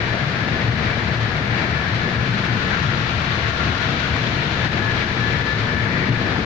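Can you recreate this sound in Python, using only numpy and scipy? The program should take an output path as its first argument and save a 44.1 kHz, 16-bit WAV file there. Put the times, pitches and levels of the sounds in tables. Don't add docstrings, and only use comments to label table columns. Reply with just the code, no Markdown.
import sys
import numpy as np
from scipy import signal
from scipy.fft import rfft, irfft, next_fast_len
from scipy.io import wavfile
from scipy.ndimage import uniform_filter1d, minimum_filter1d

SR = 44100
rng = np.random.default_rng(int(sys.argv[2]) if len(sys.argv) > 2 else 0)


def int16_out(signal):
    q = np.round(np.clip(np.atleast_2d(signal).T, -1, 1) * 32767)
    wavfile.write(sys.argv[1], SR, q.astype(np.int16))


N = 284445


def from_db(db):
    return 10 ** (np.asarray(db) / 20)


def rms_one(x):
    middle = np.atleast_2d(x).mean(axis=0)
    return x / np.sqrt(np.mean(middle ** 2) + 1e-20)


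def in_time(rows):
    t, value = np.transpose(rows)
    return np.interp(np.arange(N) / SR, t, value)


def swells(rows):
    t = np.arange(N) / SR
    return sum(height * np.cos(np.pi * np.clip((t - crest) / length, -.5, .5)) ** 2
               for crest, length, height in rows)


def swells_db(rows):
    return swells([(crest, length, from_db(db)) for crest, length, db in rows])


def drift(rate):
    step = 40
    pole = np.exp(-2 * np.pi * rate * step / SR)
    noise = rng.standard_normal(N // step + 2002)
    slow = signal.lfilter([1], [1, -2 * pole, pole * pole], noise)[2000:]
    return np.interp(np.arange(N) / step, np.arange(len(slow)), rms_one(slow))


def bin_hz():
    return np.maximum(np.fft.rfftfreq(next_fast_len(N, True), 1 / SR), 1)


def over_hz(points):
    hz, value = np.transpose(points)
    return np.interp(np.log(bin_hz()), np.log(hz), value)


def colour(points):
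    hz = bin_hz()
    outside = np.minimum(1, np.minimum(hz / points[0][0], points[-1][0] / hz))
    return from_db(over_hz(points)) * outside ** 5


def pan(left_db):
    gains = from_db(np.array([[.5], [-.5]]) * left_db)
    return gains / np.sqrt(np.mean(gains ** 2, axis=0))


def resonance(hz, width_hz):
    power = 1 / (1 + ((bin_hz() - hz) / width_hz) ** 2) ** 2
    return power / power.sum()


# f/Hz, correlation (-1 to 1)
LIKENESS = [(60, 0.94), (150, 1), (260, 0.86), (450, 0.86), (560, 0.4), (660, 0.61), (850, 0.22),
            (1100, 0.043), (1380, 0.15), (1700, -0.29), (2100, -0.079), (2550, 0.089), (3300, -0.016)]


def cabin_noise(gain):
    size = next_fast_len(N, True)
    mid, side = rfft(rng.standard_normal((2, size)))
    alike = np.clip(over_hz(LIKENESS), -1, 1)
    both = np.sqrt(1 + alike) * mid + np.sqrt(1 - alike) * side * [[1], [-1]]
    return rms_one(irfft(both * gain, size)[:, :N])


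def mode_noise(hz, width_hz):
    return cabin_noise(np.sqrt(resonance(hz, width_hz)))


def modes_noise(rows):
    power = sum(from_db(db) ** 2 * resonance(hz, width) for hz, width, db in rows)
    return cabin_noise(np.sqrt(power))


def wavering_tone(hz, wander_hz, rate, flutter_db):
    phase = 2 * np.pi * np.cumsum(hz + wander_hz * drift(rate)) / SR
    return rms_one(np.sin(phase) * from_db(flutter_db * drift(rate)))


# lowest t/s, length/s, depth/dB
LULLS = [(0.73, 0.18, 2), (1.18, 0.1, 2), (1.46, 0.068, 1), (2.19, 0.073, 1.5), (2.89, .06, 1.5),
         (3.52, .096, 1.6), (4.7, .08, 3.5), (5.14, 0.064, 1), (5.44, 0.05, 2.5), (5.55, 0.1, 2),
         (5.79, .1, 1.5), (6.17, 0.13, 1.3)]


def lull_db():
    return swells(LULLS)


# f/Hz, relative level per Hz/dB
RUMBLE_COLOUR = [(12, -21.5), (20, 0), (33, -23), (42, -17), (53, 1.5), (75, 17), (100, 7), (135, 11.5),
                 (175, 7.5), (260, -12.5)]
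# crest t/s, length/s, rise/dB (negative sinks)
HEAVES = [(0.83, 0.54, 3.5), (1.27, 0.2, 0), (1.58, .22, -5), (1.85, .16, 4), (2.52, .2, 0),
          (3.25, 0.26, 6), (3.66, 0.13, 6), (4.1, .3, 3), (6.19, .14, -9)]


def rumble():
    return from_db(-30 + swells(HEAVES)) * cabin_noise(colour(RUMBLE_COLOUR))


# crest t/s, length/s, level/dB
LURCHES = [(0.1, 0.12, -26.5), (0.28, 0.077, -26.5), (0.69, 0.15, -18), (0.94, .2, -26), (1.21, 0.19, -21),
           (1.525, 0.13, -21.5), (1.72, 0.12, -27), (1.94, 0.15, -22), (2.2, 0.26, -24.5),
           (2.33, 0.22, -26), (2.53, 0.11, -20.5), (2.88, 0.092, -23), (3.18, 0.14, -23.5),
           (3.28, 0.1, -24), (3.38, .11, -25.5), (3.77, 0.13, -24), (4.19, 0.084, -28), (4.63, 0.1, -24.5),
           (5.18, 0.27, -24.5), (5.55, 0.23, -28), (5.73, 0.15, -29), (5.85, .13, -21), (6.08, 0.17, -24)]


def boom():
    boom_hz = 116.2
    steady = from_db(-33) * mode_noise(boom_hz, width_hz=8.7)
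    lurching = swells_db(LURCHES) * wavering_tone(boom_hz, wander_hz=5.07, rate=15, flutter_db=0.8)
    return steady + lurching


# crest t/s, length/s, level/dB
THROBS = [(0.26, .16, -27.5), (0.52, .16, -27), (0.9, 0.17, -29.5), (1.14, 0.092, -24.5), (1.38, 0.15, -28),
          (1.6, 0.13, -31), (2.03, 0.11, -35), (2.31, 0.15, -29), (3.6, 0.1, -35), (3.95, 0.12, -34),
          (4.21, 0.065, -26), (6.1, 0.082, -21)]


def throbs():
    return swells_db(THROBS) * wavering_tone(149.6, wander_hz=11, rate=18.0, flutter_db=1.0)


# t/s, drone level before jolts and lulls/dB
SHAKING = [(0, -29), (0.3, -31.5), (0.6, -28.5), (1.4, -31), (2.3, -29.5), (3.4, -30.5), (4.3, -29),
           (5.6, -28), (6.15, -27.5), (6.45, -27.5)]
# crest t/s, length/s, rise/dB (negative sinks)
JOLTS = [(0.52, .2, 1.5), (0.86, 0.16, 1.5), (1.45, 0.18, 1.5), (2.07, .11, 2), (2.44, 0.088, -1),
         (2.71, 0.11, 3), (3.62, 0.11, 1.5), (4.5, .2, 1), (5.3, 0.16, 2), (5.47, .1, 0), (6.12, 0.1, 3)]
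# f/Hz, relative level per Hz/dB
DRONE_COLOUR = [(110, 4), (170, 0), (225, 2.5), (300, -3), (400, -6), (560, -10), (750, -12.5), (950, -9.5),
                (1400, -53.5)]
# f/Hz, width/Hz, relative level/dB
PANEL_MODES = [(84.5, 64, -3.5), (102.4, 7, -4.5), (145.5, 18, -2.5), (267, 23, -13.5), (352, 59, -6),
               (460.3, 29, -9)]


def drone_and_panels():
    level_db = in_time(SHAKING) + swells(JOLTS) - lull_db()
    sway_db = 0.5 * drift(13.0)
    drone = from_db(level_db + sway_db) * cabin_noise(colour(DRONE_COLOUR))
    panels = from_db(level_db - 0.4) * modes_noise(PANEL_MODES)
    return drone + panels


# t/s, level/dB
PARTITION_LEVEL = [(0, -38), (0.3, -34), (0.65, -33), (1.15, -38), (1.5, -31.5), (1.9, -35.5), (2.3, -28.5),
                   (2.75, -30), (3.3, -38.5), (3.7, -35), (4.1, -43), (4.45, -39), (4.75, -34), (5.0, -38),
                   (5.25, -32), (5.55, -37), (6.0, -28.5), (6.45, -34)]


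def partition():
    return from_db(in_time(PARTITION_LEVEL)) * mode_noise(191, width_hz=37)


# t/s, level before lulls/dB
WALL_LEVEL = [(0, -40), (0.55, -36), (0.9, -39), (1.6, -37.5), (2.4, -43), (3.7, -37.5), (5.5, -44),
              (5.9, -40), (6.28, -38), (6.45, -43)]


def wall_panel():
    return from_db(in_time(WALL_LEVEL) - lull_db()) * mode_noise(668, width_hz=95)


def body():
    low = rumble() + boom() + throbs()
    return (low + drone_and_panels() + partition() + wall_panel()) * pan(left_db=5.5)


# f/Hz, relative level per Hz/dB
ROAR_COLOUR = [(450, -8.5), (750, -9), (1000, -6), (1300, -5.5), (1600, -2), (1780, -0.5), (2050, -3.5),
               (2400, -7), (2750, -14.5), (3300, -27), (5000, -40)]
# f/Hz, left-right level/dB
ROAR_PAN = [(700, 6), (1200, 8.5), (1800, 10), (2200, 13.5), (2800, 8), (4000, 4)]
# f/Hz, width/Hz, relative level/dB, left-right level/dB
WHEEL_MODES = [(1636, 23, -14, 12.5), (1804, 18, -20.5, 7.5), (1868, 11, -20.5, 9.5),
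               (2280, 18, -17.5, 7.5), (2345, 25, -16, 16), (3043, 13, -22, 8), (3424, 40, -22.5, -7),
               (4710, 27, -27.5, 7.5), (5240, 25, -33, 2.5), (5410, 30, -33, 2.5)]


def wheels():
    roar_db, ringing_db = -29, -39
    roar = from_db(roar_db) * cabin_noise(colour(ROAR_COLOUR) * pan(over_hz(ROAR_PAN)))
    power = sum((from_db(db) * pan(left_db)) ** 2 * resonance(hz, width)
                for hz, width, db, left_db in WHEEL_MODES)
    ringing = from_db(ringing_db) * cabin_noise(np.sqrt(power))
    flutter_db = 0.5 * drift(8.3)
    return from_db(flutter_db) * (roar + ringing)


# t/s, f/Hz
WHINE_PITCH = [(0, 1719), (2.3, 1722), (4.2, 1720), (4.9, 1714), (5.5, 1737), (6.45, 1733)]
# crest t/s, length/s, added level/dB
SPELLS = [(0.444, 0.12, -30.5), (0.555, 0.11, -33), (0.14, .14, -40), (0.72, .12, -43), (1.13, 0.13, -38.5),
          (1.25, 0.11, -37), (1.58, 0.13, -39), (1.79, 0.18, -36), (1.93, .14, -37), (2.06, 0.2, -36),
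          (2.22, 0.19, -36), (2.36, 0.16, -35), (2.67, 0.13, -37), (4.17, .25, -41), (4.66, .2, -36),
          (4.893, 0.26, -28), (5.08, 0.13, -44), (5.4, 2.6, -41.5), (5.28, 0.28, -31.5),
          (5.49, 0.18, -29.5), (5.77, 0.26, -30), (6.16, 0.1, -37), (6.29, 0.092, -31)]
# crest t/s, length/s, level/dB
LOWER_SPELLS = [(0.85, .4, -42), (1.34, 0.18, -33), (2.05, .3, -37), (4.68, .22, -38), (4.95, 0.5, -35),
                (5.33, .3, -40), (5.75, .4, -37), (6.2, 0.27, -40)]
# crest t/s, length/s, level/dB
UPPER_SPELLS = [(3.3, 0.5, -41), (4.42, 0.66, -37), (5.62, 0.14, -39), (5.98, 0.22, -37)]


def whine():
    pitch_hz = in_time(WHINE_PITCH)
    singing = from_db(-40) + swells_db(SPELLS)
    main = np.array([wavering_tone(pitch_hz, wander_hz=3.6, rate=12.5, flutter_db=1.6) for _ in range(2)])
    lower_tone = wavering_tone(pitch_hz - 57, wander_hz=8, rate=26, flutter_db=5.0)
    upper_tone = wavering_tone(2384, wander_hz=7, rate=22, flutter_db=3.5)
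    others = swells_db(LOWER_SPELLS) * lower_tone + swells_db(UPPER_SPELLS) * upper_tone
    return (singing * main + others) * pan(left_db=22.5)


# crest t/s, length/s, level/dB
BRUSHES = [(0.04, .14, -39), (1.63, 0.72, -40), (5.02, 0.11, -36.5), (5.36, 0.1, -30), (5.98, 0.37, -31.5)]
# f/Hz, width/Hz, relative level/dB
FLANGE_MODES = [(1960, 130, 1), (2190, 35, -6), (2260, 23, -6), (2520, 120, -11.5)]


def flange():
    return swells_db(BRUSHES) * modes_noise(FLANGE_MODES) * pan(left_db=16)


# t/s, level/dB, centre f/Hz, width/Hz
KNOCKS = [(0.135, -28, 640, 170), (0.415, -22, 215, 50), (0.545, -29, 320, 90), (0.62, -34, 600, 200),
          (1.385, -33, 480, 200), (2.05, -30, 215, 45), (3.89, -24, 230, 60), (6.085, -22, 227.5, 60),
          (6.25, -27, 330, 90), (6.275, -31, 680, 240), (6.365, -26, 368, 130)]


def knocks():
    attack_s, t60_s = 0.0046, 0.32
    out = 0
    for start, db, hz, width in KNOCKS:
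        age = np.maximum(np.arange(N) / SR - start, 0)
        decay = from_db(db - 60 * age / t60_s)
        envelope = np.minimum(age / attack_s, 1) * decay
        out = out + envelope * mode_noise(hz, width)
    return out * pan(left_db=7.0)


# crest t/s, length/s, level/dB
ROLLS = [(0.14, .12, -34), (0.52, .26, -37), (1.62, .2, -33.5), (2.08, .1, -36), (2.72, 0.13, -36),
         (3.65, .14, -37), (3.3, 0.57, -44), (4.52, .16, -41), (4.77, .12, -32), (5.28, .3, -39),
         (6.07, 0.24, -36), (6.32, 0.3, -33.5)]
# f/Hz, relative level per Hz/dB
ROLL_COLOUR = [(250, -3), (330, 3), (450, -12), (650, -3.5), (950, -6)]


def rolls():
    return swells_db(ROLLS) * cabin_noise(colour(ROLL_COLOUR)) * pan(left_db=3.5)


# t/s, turn (0 = ahead along the corridor, 1 = back along it)
TURN = [(0, 0.31), (1.5, 0.13), (2.15, 0.39), (2.7, 0.72), (3.6, 0.95), (4.5, 0.9), (4.85, 0.56),
        (5.45, 0.66), (5.85, 0.13), (6.45, 0.3)]


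def microphone_turn():
    return in_time(TURN)


# f/Hz, relative level per Hz/dB
RUSH_COLOUR = [(700, -10), (1000, -1.5), (1250, 6.5), (1430, 10), (1600, 5.5), (2000, -45.5)]


def window_rush():
    level_db = -40.5 + 3.5 * microphone_turn() + 1.0 * drift(3.9)
    return from_db(level_db) * cabin_noise(colour(RUSH_COLOUR)) * pan(left_db=5.5)


# crest t/s, length/s, f/Hz, width/Hz, level/dB
HOLLOW_SPELLS = [(2.5, 1.0, 1480, 27, -38), (2.73, .12, 1580, 110, -31), (2.9, 0.73, 1370, 18, -36),
                 (3.12, .2, 1360, 12, -37), (3.05, .6, 1620, 25, -41), (3.35, 2, 1117, 35, -40),
                 (3.6, .5, 1390, 16, -37), (3.777, .4, 1438, 22, -35.5), (4.07, .25, 1460, 41, -34),
                 (4.45, .4, 1410, 30, -38)]


def window_hollows():
    hollows = sum(swells_db([(crest, length, db)]) * mode_noise(hz, width)
                  for crest, length, hz, width, db in HOLLOW_SPELLS)
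    return hollows * pan(left_db=13.5)


# f/Hz, width/Hz, level against the hiss/dB
PATCHES = [(2750, 240, -15), (3320, 260, -16), (4090, 330, -15.5)]


def hiss_patches():
    return sum(from_db(db + 3 * drift(15)) * mode_noise(hz, width) for hz, width, db in PATCHES)


# f/Hz, relative level per Hz/dB
HISS_COLOUR = [(1800, -6.5), (2700, 1), (3300, -1), (4000, -0.5), (4550, -3), (5100, -8.5), (6000, -13.5),
               (6900, -21), (7500, -28.5), (8200, -39), (9500, -52)]
# f/Hz, left-right level/dB
HISS_PAN = [(2500, 2), (3800, 2), (4600, -4.5), (5300, -1.5), (6500, 2.5), (7300, 0.5), (8500, -4),
            (14000, -2.5)]


def window_hiss():
    turn = microphone_turn()
    level_db = -37 + 4 * turn + 0.54 * drift(32)
    hiss = cabin_noise(colour(HISS_COLOUR) * pan(over_hz(HISS_PAN))) + hiss_patches()
    return from_db(level_db) * hiss * pan(2.5 + 6 * turn)


# crest t/s, length/s, level/dB
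GUSTS = [(3.33, .16, -39), (3.62, 0.25, -45), (3.9, .4, -41), (4.15, .1, -47), (4.45, .12, -38)]


def gusts():
    return swells_db(GUSTS) * mode_noise(3640, width_hz=400) * pan(left_db=5)


# f/Hz, relative level per Hz/dB
TOP_HISS_COLOUR = [(8000, 0), (9500, 0.5), (12000, -4.5), (15400, -6)]


def top_hiss():
    return from_db(-71.5) * cabin_noise(colour(TOP_HISS_COLOUR)) * pan(left_db=3.0)


# crest t/s, length/s, rise/dB
SURGES = [(0.56, 0.11, 0.5), (0.85, 0.23, 1), (1.6, 0.17, 2.1), (2.04, 0.1, 0.8), (2.45, 0.097, 1.5),
          (2.74, 0.055, 2), (2.83, .05, 0.5), (3.63, .09, 0.5), (4.63, 0.15, 1.5), (4.99, 0.15, 2.5),
          (5.99, 0.11, 0.5)]


def surge():
    restless_db = 0.58 * drift(28)
    return from_db(swells(SURGES) - lull_db() + restless_db)


def scene():
    moving_air = window_rush() + window_hollows() + window_hiss()
    surging = surge() * (wheels() + moving_air)
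    return body() + surging + whine() + flange() + knocks() + rolls() + gusts() + top_hiss()


def limiter(x, top, size):
    needed = np.minimum(1, top / (np.abs(x).max(axis=0) + 1e-9))
    return x * uniform_filter1d(minimum_filter1d(needed, size), size)


def record(dry):
    from_end_s = np.minimum(np.arange(N), np.arange(N)[::-1]) / SR
    eased = np.sin(np.pi / 2 * np.minimum(from_end_s / .004, 1)) ** 2
    held = limiter(dry * eased, top=.44, size=441)
    low_pass = signal.ellip(10, .1, 80, 15400, fs=SR, output="sos")
    return signal.sosfilt(low_pass, held)


dry = scene()
out = record(dry)
int16_out(out)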